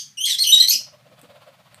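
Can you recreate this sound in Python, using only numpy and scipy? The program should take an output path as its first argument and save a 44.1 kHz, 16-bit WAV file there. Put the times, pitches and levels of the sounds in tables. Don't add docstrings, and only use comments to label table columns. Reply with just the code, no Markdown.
import sys
import numpy as np
from scipy import signal
from scipy.fft import rfft, irfft
from scipy.io import wavfile
from scipy.ndimage import uniform_filter1d, minimum_filter1d

SR = 44100
rng = np.random.default_rng(int(sys.argv[2]) if len(sys.argv) > 2 else 0)


def generate_wav(signal):
    frames = np.transpose(np.atleast_2d(signal))
    scaled = np.clip(frames, -1, 1) * 32767
    pcm = np.round(scaled).astype(np.int16)
    wavfile.write(sys.argv[1], SR, pcm)


N = 79380

# frequency_hz, relative_density_db
HUM_SPECTRUM = [(42, -37.5), (65, -19), (100, -15), (125, 2.5), (160, -3), (220, -8.5), (300, -20.5),
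                (450, -25.5), (1100, -20), (2000, -17), (4000, -22.5), (7000, -27), (15000, -32.5)]
# frequency_hz, decay_s
REVERB_TIMES = [(300, .3), (2000, .27), (5300, .285), (9000, .23), (13000, .21)]
# frequency_hz, relative_density_db
ECHO_SPECTRUM = [(880, -71), (1500, -42), (2570, -34), (3210, -10), (4210, -21.5), (4540, -5),
                 (5560, -13.5), (6360, -2), (6940, -19), (7140, -25), (7870, -23.5), (12900, -29.5),
                 (15000, -36)]
# centre_s, level_db, width_s
BUMPS = [(0.749, -48.5, 0.0097), (1.109, -62.5, 0.027), (1.237, -51.5, 0.0061)]
# frequency_hz, relative_density_db
BUMP_SPECTRUM = [(45, -25), (150, 2), (330, -1.5), (430, -9), (560, -6.5), (900, -17.5), (3000, -39)]
# start_s, level_db, decay_s
SNAPS = [(1.192, -53, 0.0062), (1.215, -43, 0.0026), (1.23, -57, 0.0074), (1.7448, -36, 0.00075)]
# frequency_hz, relative_density_db
SNAP_SPECTRUM = [(500, -12), (1700, -7), (2600, -8.5), (4200, -10), (6000, -34), (8000, -2.5), (10500, -10),
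                 (13500, -13), (16000, -17.5)]
# centre_s, swish_db, whoosh_db
WING_BEATS = [(0.814, -58, -56), (0.881, -55.5, -59), (0.943, -56.5, -51), (1.005, -61, -62.5),
              (1.068, -58, -52), (1.13, -57.5, -51), (1.189, -53.5, -56), (1.248, -54, -52),
              (1.307, -52.5, -48), (1.362, -53, -49), (1.425, -52, -52.5), (1.482, -53.5, -46),
              (1.542, -56, -61.5), (1.602, -57.5, -56), (1.667, -55, -62), (1.727, -55, -60.5),
              (1.785, -55.5, -57.5)]
# frequency_hz, relative_density_db
SWISH_SPECTRUM = [(30, -47.5), (100, 13), (250, -2.5), (420, -23.5), (620, 3), (1200, 5.5), (1700, -2),
                  (3300, -1), (4500, -4.5), (6000, -18), (15000, -18)]
# frequency_hz, gain_db
WHOOSH_RESONANCE = [(200, -43), (430, -13.5), (520, -4.5), (600, -1.5), (680, -3.5), (790, -14),
                    (1400, -73)]
# frequency_hz, relative_density_db
RASP_SPECTRUM = [(1500, -37.5), (2300, -25), (2900, -5.5), (3500, -18), (4500, 11.5), (5800, 13),
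                 (8400, -14.5), (12200, -9.5), (15000, -21.5)]
# frequency_hz, gain_db
THROAT_RESPONSE = [(1450, -14.5), (1850, -12.5), (2500, -7), (3300, 11), (4200, 7), (5000, -2), (5900, 2.5),
                   (6600, -7.5), (7100, -2.5), (8400, 0), (9300, -5), (10200, -11), (11600, -3),
                   (12600, -5), (13300, -18), (14000, -26), (16000, -19)]
# time_s, pitch_hz, level_db, overtone_db, undertone_db, roughness_ratio
VOICE_STRETCHES = [ (0.102, -4.5, [(.170, 2993, -42, -5.5, -53, 0.1), (.184, 2814, -29, -7, -56.5, 0),
                   (.200, 3002, -33, -5, -50, 0), (.215, 3077, -21, -8, -51.5, 0),
                   (.232, 3164, -36.5, 10, -53, 0.14), (.245, 3230, -17, -7, -62.5, 0),
                   (.259, 3466, -21.5, -6.5, -41, 0.45), (.272, 3258, -27, -12.5, -29, 0.64),
                   (.315, 2955, -29.5, -19.5, -31, 0.77)]), (0.498, -5, [(.253, 4117, -28, 6, -32, 0.28),
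                   (.264, 4235, -27.5, 0.5, -15, 0.75), (.274, 4200, -28.5, -5, 1, 0.7),
                   (.292, 4114, -30, -3.5, 0, 0.8), (.312, 4210, -35, -1.5, 3, 0.7)]),
                   (0.92, 0, [(.295, 3560, -31.5, -11.5, -4, 0.6), (.303, 3782, -28.5, -5.5, 3, 0.2),
                   (.312, 3775, -19, -13, -14.5, 0.57), (.330, 3537, -22, -9.5, -14.5, 0.48),
                   (.357, 3417, -26.5, -13.5, -8, 0)]), (0.201, 1.5, [(.381, 4102, -36.5, -15, -11.5, 1.1),
                   (.394, 4220, -21.5, -11.5, -5, 1.2), (.398, 4293, -20.5, -11.5, -26.5, 0.18),
                   (.423, 4315, -14, -8.5, -30, .05), (.432, 4100, -18.5, -9.5, -12.5, .2),
                   (.442, 3920, -29, -8.5, -10.5, 1)]), (.55, -2, [(.439, 3232, -17.5, -9.5, -46.5, 0.54),
                   (.464, 3100, -28, -6.5, -43, .8), (.474, 2966, -12.5, -7.5, -44.5, 0),
                   (.486, 2966, -21, -5, -43, .06), (.501, 2997, -19.5, -0.5, -47.5, 0.06),
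                   (.521, 3036, -18, -6, -44.5, 0.18)]),
                   (0.702, -4, [(.521, 3064, -21.5, -9.5, -48.5, 0.16),
                   (.545, 3060, -24, -2.5, -39.5, 0.73), (.566, 3020, -35, 5.5, -42, 0.65),
                   (.591, 3100, -30, -7.5, -40.5, 0.42), (.610, 3150, -35.5, -14, -40.5, 0.4),
                   (.632, 3200, -30.5, -22, -40, 0.54), (.660, 3110, -35, -21, -39, 0.5)]),
                   (0, -6.5, [(.521, 3722, -11, -23, -41, .1), (.531, 3813, -5.5, -14.5, -42, .05),
                   (.548, 3814, -5.5, -14, -38, .05), (.553, 3580, -8.5, -6, -38, .1)]),
                   (.3, -1.5, [(.572, 3902, -16.5, -24, -15.5, 0), (.586, 3766, -21, -19.5, -13, 0.54),
                   (.597, 3823, -15, -17.5, -26, .2), (.604, 4028, -6.5, -18, -31, .13),
                   (.611, 4120, -8, -18.5, -33.5, 0.23), (.620, 3974, -7, -24, -30, 0.08)]),
                   (.4, -1.5, [(.619, 3970, -19.5, -6.5, -5.5, .25), (.629, 3890, -15, -11, -10.5, .3),
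                   (.639, 3896, -25, -8.5, -7, .55), (.648, 3930, -24.5, -9.5, -1.5, .4),
                   (.665, 3950, -33, -8.5, -10, 0.5)]), (.5, 8.5, [(.672, 4053, -27, -6.5, -15, 1.1),
                   (.682, 4230, -24.5, -11.5, -9.5, 1.1), (.685, 4173, -8.5, -21.5, -22.5, 0.2),
                   (.689, 4564, -25.5, 4, -10.5, 1.02), (.703, 4300, -36, -11.5, -14, 1.1),
                   (.708, 4255, -10.5, -14.5, -44, 0.1), (.714, 4342, -25, -6, -20, 0.3)]),
                   (.5, 0.5, [(.686, 6153, -29, -4, -32, .14), (.696, 6680, -23, 18, -30.5, .1),
                   (.705, 6600, -15.5, 10, -29, 0.3), (.715, 6497, -23.5, 3.5, -39.5, .3),
                   (.729, 5890, -21, -7.5, -22.5, 0), (.744, 5914, -22.5, -5.5, -19, 0.4)]),
                   (.9, 4, [(.707, 4840, -20, -10, -3.5, 0.5), (.720, 5090, -18.5, -10, -11, 0.6),
                   (.733, 4913, -22.5, 1, -12, 1.1), (.742, 5172, -22, -8.5, -9.5, 1.06),
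                   (.780, 5234, -31, -15, -15, 1)]), ]

CUTOFF_HZ = 15500


def amp(db):
    return 10 ** (np.asarray(db) / 20)


def unit(x):
    return x / np.sqrt(np.mean(x ** 2) + 1e-20)


def read(table, hz):
    frequencies, values = np.transpose(table)
    return np.interp(np.log(hz + 1), np.log(frequencies + 1), values)


def add(mix, start_s, sound):
    part = mix[max(round(start_s * SR), 0):][:len(sound)]
    part += sound[:len(part)]


def coloured(x, response):
    return irfft(rfft(x, N) * amp(read(response, np.fft.rfftfreq(N, 1 / SR))), N)


def noise(spectrum, size=N, shift=1):
    n = max(size, SR // 5)
    gain = amp(read(spectrum, np.fft.rfftfreq(n, 1 / SR) / shift))
    return unit(irfft(rfft(rng.standard_normal(n)) * gain, n))[:size]


def wobble(hz, size):
    n = max(size, SR // 5)
    gain = np.exp(-.5 * (np.fft.rfftfreq(n, 1 / SR) / hz) ** 2)
    return unit(irfft(rfft(rng.standard_normal(n)) * gain, n))[:size]


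def hops(size, mean_hold_s=.027):
    step = np.cumsum(rng.random(N)[:size] < 1 / (mean_hold_s * SR))
    return uniform_filter1d(np.sqrt(3) * rng.uniform(-1, 1, SR)[step], size=30)


def swell(centre_s, width_s):
    return np.exp(-.5 * ((np.arange(N) / SR - centre_s) / width_s) ** 2)


def room_hum():
    return amp(-60) * noise(HUM_SPECTRUM)


def in_room(x, wet_db, gap_s=.002):
    hz, t, bands = signal.stft(rng.standard_normal(SR // 2), SR, nperseg=256)
    decay = amp(-60 * t / read(REVERB_TIMES, hz)[:, None])
    tail = signal.istft(bands * decay, SR, nperseg=256)[1]
    out = x.copy()
    add(out, gap_s, amp(wet_db) * signal.fftconvolve(x, tail / np.linalg.norm(tail)))
    return out


def echo():
    t = np.arange(N) / SR
    return amp(-30.5) * noise(ECHO_SPECTRUM) * amp(-60 * t / read(REVERB_TIMES, 5000))


def bumps():
    return noise(BUMP_SPECTRUM) * sum(amp(db) * swell(s, width_s) for s, db, width_s in BUMPS)


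def paper_snaps():
    out, t = np.zeros(N), np.arange(SR // 10) / SR
    for start_s, db, decay_s in SNAPS:
        add(out, start_s, amp(db) * np.exp(-t / decay_s) * noise(SNAP_SPECTRUM, len(t)))
    return out


def wings(width_s=.012):
    swish = sum(amp(db) * (swell(s, width_s) + .12 * swell(s, 2 * width_s)) for s, db, _ in WING_BEATS)
    whoosh = sum(amp(db) * swell(s, width_s) for s, _, db in WING_BEATS)
    even_noise = np.sign(noise(WHOOSH_RESONANCE))
    air = unit(coloured(even_noise, WHOOSH_RESONANCE))
    return swish * noise(SWISH_SPECTRUM) + whoosh * air


def syrinx(crack, tilt_db, curve):
    times, *columns = np.transpose(curve)
    t = np.arange(times[0], times[-1], 1 / SR)
    n = len(t)
    pitch_hz, level_db, overtone_db, undertone_db, rough = (np.interp(t, times, c) for c in columns)
    rough = np.clip(rough, 0, 1)
    strain = np.minimum(2 * amp(overtone_db), 1)
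    jitter = .032 * rough * wobble(hz=700, size=n)
    tremble = .014 * strain * wobble(hz=220, size=n)
    pitch_hops = .027 * crack * hops(n, mean_hold_s=.003)
    phase = 2 * np.pi * np.cumsum(pitch_hz * (1 + jitter + tremble + pitch_hops)) / SR

    rasp_shift = (pitch_hz.mean() / 3950) ** .3
    edge = amp(-2) * rough ** 1.5 * noise(RASP_SPECTRUM, n, rasp_shift)
    full_voice_db, shimmer_depth = -21, .7
    dulling_db = .8 * np.minimum(level_db - full_voice_db, 0) * (1 - rough) ** 2
    phase += .18 * strain * wobble(hz=300, size=n)
    for ratio in (.5, 1.5, 2, 2.5, 3, 3.5, 4, 5):
        half_order = ratio % 1 > 0
        partial_db = undertone_db if half_order else overtone_db
        slope_db = tilt_db * np.log2(max(ratio / 2, 1)) + dulling_db * max(ratio - 3, 0)
        shimmer = 1 + shimmer_depth * rough * wobble(hz=300, size=n)
        slip_rad = .55 * wobble(hz=300, size=n) * half_order
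        partial = np.sqrt(2) * np.sin(ratio * phase + slip_rad) * (pitch_hz * ratio < CUTOFF_HZ)
        edge += amp(partial_db + slope_db) * shimmer * partial

    shimmer = 1 + shimmer_depth * rough * wobble(hz=300, size=n)
    hop_db = 4 * crack * hops(n, mean_hold_s=.003)
    whistle = np.sqrt(2) * np.sin(phase) * shimmer * unit(amp(hop_db))
    attack_s, release_s = .003, .0025
    gate = np.clip(np.minimum((t - t[0]) / attack_s, (t[-1] - t) / release_s), 0, 1)
    envelope = np.sin(gate * np.pi / 2) ** 2 * amp(level_db)
    return envelope * whistle, envelope * edge


def screech():
    whistles, edges = np.zeros((2, N))
    for crack, tilt_db, curve in VOICE_STRETCHES:
        start_s = curve[0][0]
        whistle, edge = syrinx(crack, tilt_db, curve)
        add(whistles, start_s, whistle)
        add(edges, start_s, edge)
    radiation = signal.butter(10, 1700, "high", fs=SR, output="sos")
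    return signal.sosfilt(radiation, whistles + coloured(edges, THROAT_RESPONSE))


def scene():
    voice = in_room(screech(), wet_db=-6.5) + echo()
    movement = in_room(wings() + bumps(), wet_db=-6.5)
    paper = in_room(paper_snaps(), wet_db=-5.5)
    return (voice + movement + paper + room_hum())[None]


def record(dry):
    ceiling, span = .96, round(.002 * SR)
    needed_gain = ceiling / np.maximum(abs(dry), ceiling)
    gain = uniform_filter1d(minimum_filter1d(needed_gain, 2 * span), span)
    low_pass = signal.firwin(511, CUTOFF_HZ, window=("kaiser", 9), fs=SR)
    return signal.oaconvolve(dry * gain, low_pass[None], "same")


dry = scene()
out = record(dry)
generate_wav(out)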